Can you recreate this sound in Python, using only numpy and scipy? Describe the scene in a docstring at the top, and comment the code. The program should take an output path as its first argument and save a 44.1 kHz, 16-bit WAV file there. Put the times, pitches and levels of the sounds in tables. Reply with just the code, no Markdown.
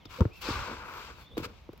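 """Ball play on an outdoor clay court, heard through the two ports of a phone a few metres away.
Wind, distant town noise and faint bird whistles from the start. A step and a scuff; a large ball
smacks the clay and booms with its air cavity. The player catches it in a long slide: soles roll
loose grit, the tread rasps and shudders. Then a push-off and a step away, feet thudding and
crumbs cracking under them."""
import sys
import numpy as np
from scipy import signal
from scipy.fft import rfft, irfft
from scipy.io import wavfile
from scipy.ndimage import uniform_filter1d, map_coordinates

SR = 44100
rng = np.random.default_rng(int(sys.argv[2]) if len(sys.argv) > 2 else 0)


def master_out(mix):
    """Clip the mix to full scale and print it as 16-bit PCM to the path in sys.argv[1]."""
    frames = np.transpose(np.atleast_2d(mix))
    ceiling = np.clip(frames, -1, 1)
    pcm = np.round(ceiling * 32767).astype(np.int16)
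    wavfile.write(sys.argv[1], SR, pcm)


N = 79380
T = np.arange(N) / SR
FREQS = np.maximum(np.fft.rfftfreq(N, 1 / SR), 1)

# distant town and trees: freq_hz, gain_db
TOWN_SPECTRUM = [(25, 5.5), (70, -11), (150, -1), (400, -13), (1000, -12.5), (1600, -21), (2400, -17.5),
                 (3700, -22.5), (6000, -31), (9000, -49), (13000, -38.5), (16000, -42)]
# wind rumble: freq_hz, gain_db
WIND_SPECTRUM = [(20, -57), (36, 3), (54, 0.5), (85, -5.5), (130, -16.5), (250, -30), (1000, -62.5)]
# wind envelope: time_s, gain_db
WIND_ENVELOPE = [(0, -57), (.04, -68), (.08, -47.5), (.15, -55), (.44, -49), (.55, -38.5), (.595, -37.5),
                 (.65, -50.5), (.78, -49), (.95, -55), (1.23, -51.5), (1.27, -73), (1.32, -45), (1.65, -56)]
# bird notes: start_s, length_s, first_hz, middle_hz, last_hz, level_db, roughness_ratio
BIRD_NOTES = [(0, .05, 3750, 3300, 2750, -63.5, .6), (0, .06, 2150, 2170, 2120, -67, .1),
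              (.047, .03, 3850, 3600, 3480, -57, .9), (.08, .045, 3200, 2850, 2500, -62, .8),
              (.308, .098, 2320, 2710, 2380, -54.5, .2), (1.145, .04, 3900, 3830, 3650, -63, .9),
              (1.16, .1, 4580, 4330, 4480, -64, .9), (1.2, .06, 3550, 3520, 3330, -61.5, .9),
              (1.26, .035, 3500, 3570, 3400, -56.5, .9), (1.29, .055, 3540, 3440, 3520, -60, 1),
              (1.345, .035, 3700, 3790, 3800, -58.5, .7)]
# near reflection, side relative to mid: freq_hz, gain_db
SIDE_RESPONSE = [(110, -20.5), (280, -35), (500, -12.5), (12000, -5)]
# left port relative to right: freq_hz, gain_db
PORT_BALANCE = [(100, 2.5), (600, -1.5), (870, 7), (1600, -0.5), (2200, 9), (3500, 14), (4000, 3),
                (5800, 7), (10000, 2), (14000, -10.5), (16000, -12)]
# right port behind left: time_s, lag_s
PORT_LAGS = [(.48, 0.0000041), (.8, 0.0001), (1.4, 0.00012), (1.7, 0.000055)]
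# crumbs bursting under sole or ball: start_s, crack_db, tick_db, t60_s
CRUMB_CRACKS = [(0.054, -43.5, -72, 0.011), (0.2069, -35, -65, 0.011), (0.2536, -63, -80, 0.0083),
                (1.3786, -36.5, -41, 0.027), (1.7303, -56.5, -59, 0.026), (1.777, -58, -53.5, 0.012)]
# bursting crumb: freq_hz, gain_db
CRACK_SPECTRUM = [(500, -30), (1500, -15), (2400, 7.5), (3400, 4), (4700, 3), (7800, -6.5), (9500, -15.5),
                  (13000, -16), (16000, -3)]
# tread rasps: start_s, rise_s, hold_s, release_s, level_db, centre_hz, width_hz
TREAD_RASPS = [(0.053, 0.0027, 0.0016, 0.0088, -51, 4880, 1500),
               (0.126, 0.019, 0.016, 0.066, -49.5, 1230, 446), (.435, .02, 0.064, 0.11, -46, 4560, 1310),
               (0.866, .09, .03, 0.15, -62, 14200, 1250)]
# sole biting the clay: start_s, rise_s, hold_s, release_s, level_db
SOLE_SHUDDERS = [(0.1783, 0.022, 0.0067, 0.069, -38.5), (0.433, 0.021, 0.015, 0.14, -47),
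                 (.665, 0.019, 0.041, 0.055, -44), (1.436, 0.0083, 0.013, 0.1, -49.5),
                 (1.3, 0.0082, 0.012, 0.18, -58)]
# sole stick-slip: freq_hz, gain_db
SHUDDER_SPECTRUM = [(60, -35), (150, -5.5), (250, 0.5), (370, -3), (510, 3.5), (680, -12.5), (1200, -53),
                    (4000, -65)]
# long slide: time_s, crunch_db, grit_db, hiss_db
SLIDE_ENVELOPE = [(0.331, -82, -65, -83), (0.37, -68, -61.5, -69), (0.406, -69, -66.5, -75),
                  (0.419, -57, -51, -58), (0.432, -47, -46.5, -64.5), (0.491, -37.5, -42.5, -62.5),
                  (0.728, -42, -52, -72), (0.757, -49, -53.5, -78), (0.834, -45.5, -59, -78),
                  (0.884, -45, -57.5, -68), (0.98, -45, -53.5, -74), (1.06, -51.5, -53, -75),
                  (1.104, -48.5, -57, -78), (1.148, -61, -64.5, -82), (1.22, -55, -61.5, -69),
                  (1.27, -77, -71, -87)]
# short scuffs: start_s, rise_s, hold_s, release_s, crunch_db, grit_db, hiss_db
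SOLE_SCUFFS = [(0.086, 0.027, 0.065, 0.14, -54, -55, -69), (0.413, 0.0023, 0.0069, 0.017, -58, -53.5, -68),
               (1.366, 0.0057, 0.014, 0.033, -51.5, -53, -66), (1.384, .008, 0.02, 0.028, -54, -59.5, -67),
               (1.422, 0.022, 0.011, 0.015, -41, -43.5, -58), (1.473, 0.018, 0.011, 0.039, -59.5, -70, -82),
               (1.502, .04, .04, 0.16, -71.5, -68, -91)]
# sole on clay, mid crunch: freq_hz, gain_db
CRUNCH_SPECTRUM = [(100, -17.5), (480, -5.5), (720, -13), (900, -2), (1130, 0), (1550, -3), (1850, -13),
                   (2600, -12.5), (6000, -93)]
# sole on clay, sharp grit: freq_hz, gain_db
GRIT_SPECTRUM = [(1200, -66), (1880, -13), (2200, 1), (2700, 0.5), (3200, -4), (4600, -3.5), (6500, -12.5),
                 (7800, -13.5), (8800, -26.5), (11000, -28), (16000, -31)]
# fine hiss and ticks of clay: freq_hz, gain_db
HISS_SPECTRUM = [(6000, -54), (9000, -11), (11000, -4), (12500, 4), (14200, 0), (16000, -1.5)]
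# footfalls and catch: start_s, thump_db, thump_hz, slap_db, slap_hz, smack_db
CONTACTS = [(0.056, -41.5, 116, -35.5, 300, -43), (0.2527, -14.5, 104.7, -20, 300, -25),
            (0.4869, -46, 122, -18, 327, -45), (.503, -22, 93, -22, 262, -53),
            (1.3699, -63, 132, -22.5, 450, -43), (1.378, -31, 144, -16, 319, -26.5),
            (1.4, -33, 111, -25.5, 327, -57), (1.425, -33.5, 156, -31, 237, -67),
            (1.456, -34.5, 92, -34, 264, -46), (1.691, -37, 125, -29, 340, -41.5),
            (1.733, -69, 107, -38, 426, -48)]
# contact smack: freq_hz, gain_db
SMACK_SPECTRUM = [(100, -2.5), (500, 9), (730, -45), (1000, 6), (1400, 1), (1900, -7), (2400, -21),
                  (7500, -47), (16000, -54)]
# ball modes: freq_hz, gain_db, rise_s, t60_s
BALL_MODES = [(84.4, 4.5, 0.0089, 0.045), (183, -1, 0.0035, 0.037), (344.4, -17, 0.01, 0.087),
              (413.5, -13.5, 0.0051, 0.061), (487.6, -11, 0.0054, 0.044), (909, -19.5, 0.019, 0.023),
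              (1377, -19.5, 0.00033, 0.025)]
# ball springing back: freq_hz, gain_db
REBOUND_SPECTRUM = [(500, -25), (750, -15), (1000, 5), (1250, 1.5), (1600, -13), (6000, -50)]

CONTACT_RISE_S, SLAP_RISE_S = 0.0005, 0.0026
HISS_APART = 0.82


def undb(db):
    """Decibels to gain."""
    return 10 ** (np.asarray(db) / 20)


def unit(x):
    """Scale to rms 1."""
    return x / np.sqrt(np.mean(x ** 2))


def response(points):
    """Gain per FFT bin from (freq_hz, gain_db) points."""
    hz, db = np.array(points, float).T
    return undb(np.interp(np.log(FREQS), np.log(np.sort(hz)), db))


def colour(x, spectrum):
    """Filter by a spectrum; rms 1."""
    return unit(irfft(rfft(x) * response(spectrum), N))


def noise():
    """White noise."""
    return rng.standard_normal(N)


def walk(rate_hz):
    """Smooth random drift; rms 1."""
    window = max(int(SR / rate_hz), 1)
    smoothed = uniform_filter1d(noise(), window, mode="wrap")
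    return unit(uniform_filter1d(smoothed, window, mode="wrap"))


def pair(source, apart):
    """Stereo draw of a source; apart 0 = identical channels, 1 = independent."""
    return np.sqrt(1 - apart ** 2) * source() + apart * np.array([source(), source()])


def swell(start_s, rise_s, hold_s, release_s):
    """Rise, hold, then fall 20 dB per release_s."""
    age_s = T - start_s
    return np.clip(age_s / rise_s, 0, 1) * 10 ** (-np.maximum(age_s - rise_s - hold_s, 0) / release_s)


def strike(start_s, rise_s, t60_s):
    """Impact envelope: linear rise, exponential decay."""
    age_s = np.maximum(T - start_s, 0)
    decay = np.exp(-np.log(1000) * np.maximum(age_s - rise_s / 2, 0) / t60_s)
    return np.minimum(age_s / rise_s, 1) * decay


def ring(start_s, freq_hz, rise_s, t60_s):
    """One damped mode."""
    return -np.sin(2 * np.pi * freq_hz * (T - start_s)) * strike(start_s, rise_s, t60_s)


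def grains(rate_per_s=14000, spread_db=1.5):
    """Dense clicks of clay crumbs, a few larger than the rest."""
    present = rng.random(N) < rate_per_s / SR
    return present * np.sign(noise()) * undb(spread_db * np.minimum(rng.exponential(size=N), 6))


def town(level_db=-57, drift_db=0.37):
    """Near-steady wash of distant town and trees."""
    return undb(level_db + drift_db * walk(rate_hz=2.3)) * colour(pair(noise, apart=0.7), TOWN_SPECTRUM)


def wind(trim_db=1.5):
    """Low rumble in gusts."""
    gusts_db = np.interp(T, *np.array(WIND_ENVELOPE).T)
    return undb(trim_db + gusts_db) * colour(pair(noise, apart=0.41), WIND_SPECTRUM)


def birds(overtone_db=-18, overtone_below_hz=2800, flutter_db=2.5, echo_db=-7):
    """Distant whistled glides, pure to wavering; only low notes carry an overtone."""
    out, slow, fast = 0, walk(rate_hz=150), walk(rate_hz=803)
    for start_s, length_s, first_hz, middle_hz, last_hz, level_db, roughness in BIRD_NOTES:
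        progress = np.clip((T - start_s) / length_s, 0, 1)
        arch = np.sin(np.pi * progress)
        bend_hz = middle_hz - (first_hz + last_hz) / 2
        glide_hz = first_hz + (last_hz - first_hz) * progress + bend_hz * arch
        waver = 1 + 0.005 * slow + 0.03 * roughness * fast
        phase = 2 * np.pi * np.cumsum(glide_hz * waver) / SR
        overtone = undb(overtone_db) * (middle_hz < overtone_below_hz) * np.sin(2 * phase)
        out = out + undb(level_db) * np.sqrt(np.abs(arch)) * (np.sin(phase) + overtone)
    out = out * undb(flutter_db * walk(rate_hz=45))
    return out + undb(echo_db) * echo(out)


def echo(x):
    """Thin scatter from fences and houses."""
    spectrum = [(60, -28), (400, 4.5), (2500, 3.5), (12000, -4)]  # freq_hz, gain_db
    tail = np.array([colour(noise(), spectrum) for _ in range(2)])
    tail = tail * strike(start_s=0.019, rise_s=0.016, t60_s=0.28)
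    tail = tail / np.sqrt(np.sum(tail ** 2) / 2)
    return signal.fftconvolve(np.atleast_2d(x), tail, axes=1)[:, :N]


def side_reflection(x, delay_s=0.004):
    """Near sideways reflection: delayed mid, opposite polarity per channel."""
    delay = np.exp(-2j * np.pi * FREQS * delay_s)
    side = irfft(rfft(x.mean(axis=0)) * response(SIDE_RESPONSE) * delay, N)
    return np.array([side, -side])


def ports(x):
    """Two ports colour the court differently; the left leads more as the player moves left."""
    balance = response(PORT_BALANCE)
    gains = np.array([balance, np.ones_like(balance)]) * 2 / (1 + balance)
    left, right = irfft(rfft(x) * gains, N)
    lag_s = np.interp(T, *np.array(PORT_LAGS).T)
    return np.array([left, map_coordinates(right, [(T - lag_s) * SR], mode="mirror")])


def cracks():
    """Crumbs burst under sudden load: a crack plus a fine tick."""
    crack = colour(pair(noise, apart=1.0), CRACK_SPECTRUM)
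    tick = colour(pair(noise, HISS_APART), HISS_SPECTRUM)
    return sum((undb(crack_db) * crack + undb(tick_db) * tick) * strike(start_s, CONTACT_RISE_S, t60_s)
               for start_s, crack_db, tick_db, t60_s in CRUMB_CRACKS)


def rasps(sag_per_s=0.37):
    """Tread rings in a narrow band as crumbs catch; the band sinks as the sole slows."""
    out = 0
    for start_s, rise_s, hold_s, release_s, level_db, centre_hz, width_hz in TREAD_RASPS:
        sinking_hz = centre_hz * np.exp(-sag_per_s * np.maximum(T - start_s, 0))
        carrier = np.exp(2j * np.pi * np.cumsum(sinking_hz) / SR)
        lowpass = signal.butter(2, width_hz / 2, fs=SR, output="sos")
        # moving band-pass: shift down, low-pass, shift back
        band = signal.sosfilt(lowpass, pair(grains, apart=0.7) * carrier.conj()) * carrier
        out = out + undb(level_db) * swell(start_s, rise_s, hold_s, release_s) * unit(band.real)
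    return out


def shudders():
    """Low stick-slip rasp of a loaded sole."""
    envelope = sum(undb(level_db) * swell(*timing) for *timing, level_db in SOLE_SHUDDERS)
    return envelope * colour(pair(grains, apart=0.15), SHUDDER_SPECTRUM)


def sliding(judder_db=0.8):
    """Soles roll crumbs over clay: crunch, grit and fine hiss, juddering together."""
    time_s, *slide_db = np.array(SLIDE_ENVELOPE).T
    # spectrum, trim_db, apart
    layers = [(CRUNCH_SPECTRUM, 1, 0.18), (GRIT_SPECTRUM, 2, 0.81), (HISS_SPECTRUM, 5, HISS_APART)]
    out = 0
    for layer, (spectrum, trim_db, apart) in enumerate(layers):
        drag = undb(np.interp(T, time_s, slide_db[layer], left=-120, right=-120))
        for start_s, rise_s, hold_s, release_s, *scuff_db in SOLE_SCUFFS:
            drag = drag + undb(scuff_db[layer]) * swell(start_s, rise_s, hold_s, release_s)
        out = out + undb(trim_db) * drag * colour(pair(grains, apart), spectrum)
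    return out * undb(judder_db * walk(rate_hz=230))


def thuds(upper_ratio=1.387, upper_db=-7.5, slap_t60_s=0.025):
    """Footfalls and catch: low thump, hollow two-mode slap, short smack."""
    out, smack_noise = 0, colour(pair(noise, apart=0.9), SMACK_SPECTRUM)
    for start_s, thump_db, thump_hz, slap_db, slap_hz, smack_db in CONTACTS:
        thump = ring(start_s, thump_hz, rise_s=0.006, t60_s=0.056)
        slap = ring(start_s, slap_hz, SLAP_RISE_S, slap_t60_s)
        slap += undb(upper_db) * ring(start_s, slap_hz * upper_ratio, SLAP_RISE_S, slap_t60_s)
        smack = smack_noise * strike(start_s, CONTACT_RISE_S, t60_s=0.012)
        out = out + undb(thump_db) * thump + undb(slap_db) * slap + undb(smack_db) * smack
    return out


def bounce(start_s=0.2065, squash_s=0.0106, boom_db=-8, smack_db=-24.5, ping_db=-31):
    """The ball smacks the clay, booms with its air cavity, pings as it springs back into shape."""
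    boom = sum(undb(gain_db) * ring(start_s, freq_hz, rise_s, t60_s)
               for freq_hz, gain_db, rise_s, t60_s in BALL_MODES)
    smack = colour(pair(noise, apart=0.94), SMACK_SPECTRUM)
    smack *= strike(start_s, CONTACT_RISE_S, t60_s=0.024)
    ping = colour(noise(), REBOUND_SPECTRUM) * strike(start_s + squash_s, SLAP_RISE_S, t60_s=0.033)
    return undb(boom_db) * boom + undb(smack_db) * smack + undb(ping_db) * ping


def scene():
    """Player and ball with their reflections, over birds, town and wind."""
    court = ports(sliding() + rasps() + shudders() + thuds() + cracks() + bounce())
    return court + side_reflection(court) + undb(-22) * echo(court) + birds() + town() + wind()


def record(dry):
    """The phone cuts the deepest rumble and the top."""
    low_cut_hz, top_hz = 56, 16000
    x = signal.sosfilt(signal.butter(3, low_cut_hz, "high", fs=SR, output="sos"), dry)
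    return signal.sosfilt(signal.ellip(10, .2, 80, top_hz, fs=SR, output="sos"), x)


dry = scene()
out = record(dry)
master_out(out)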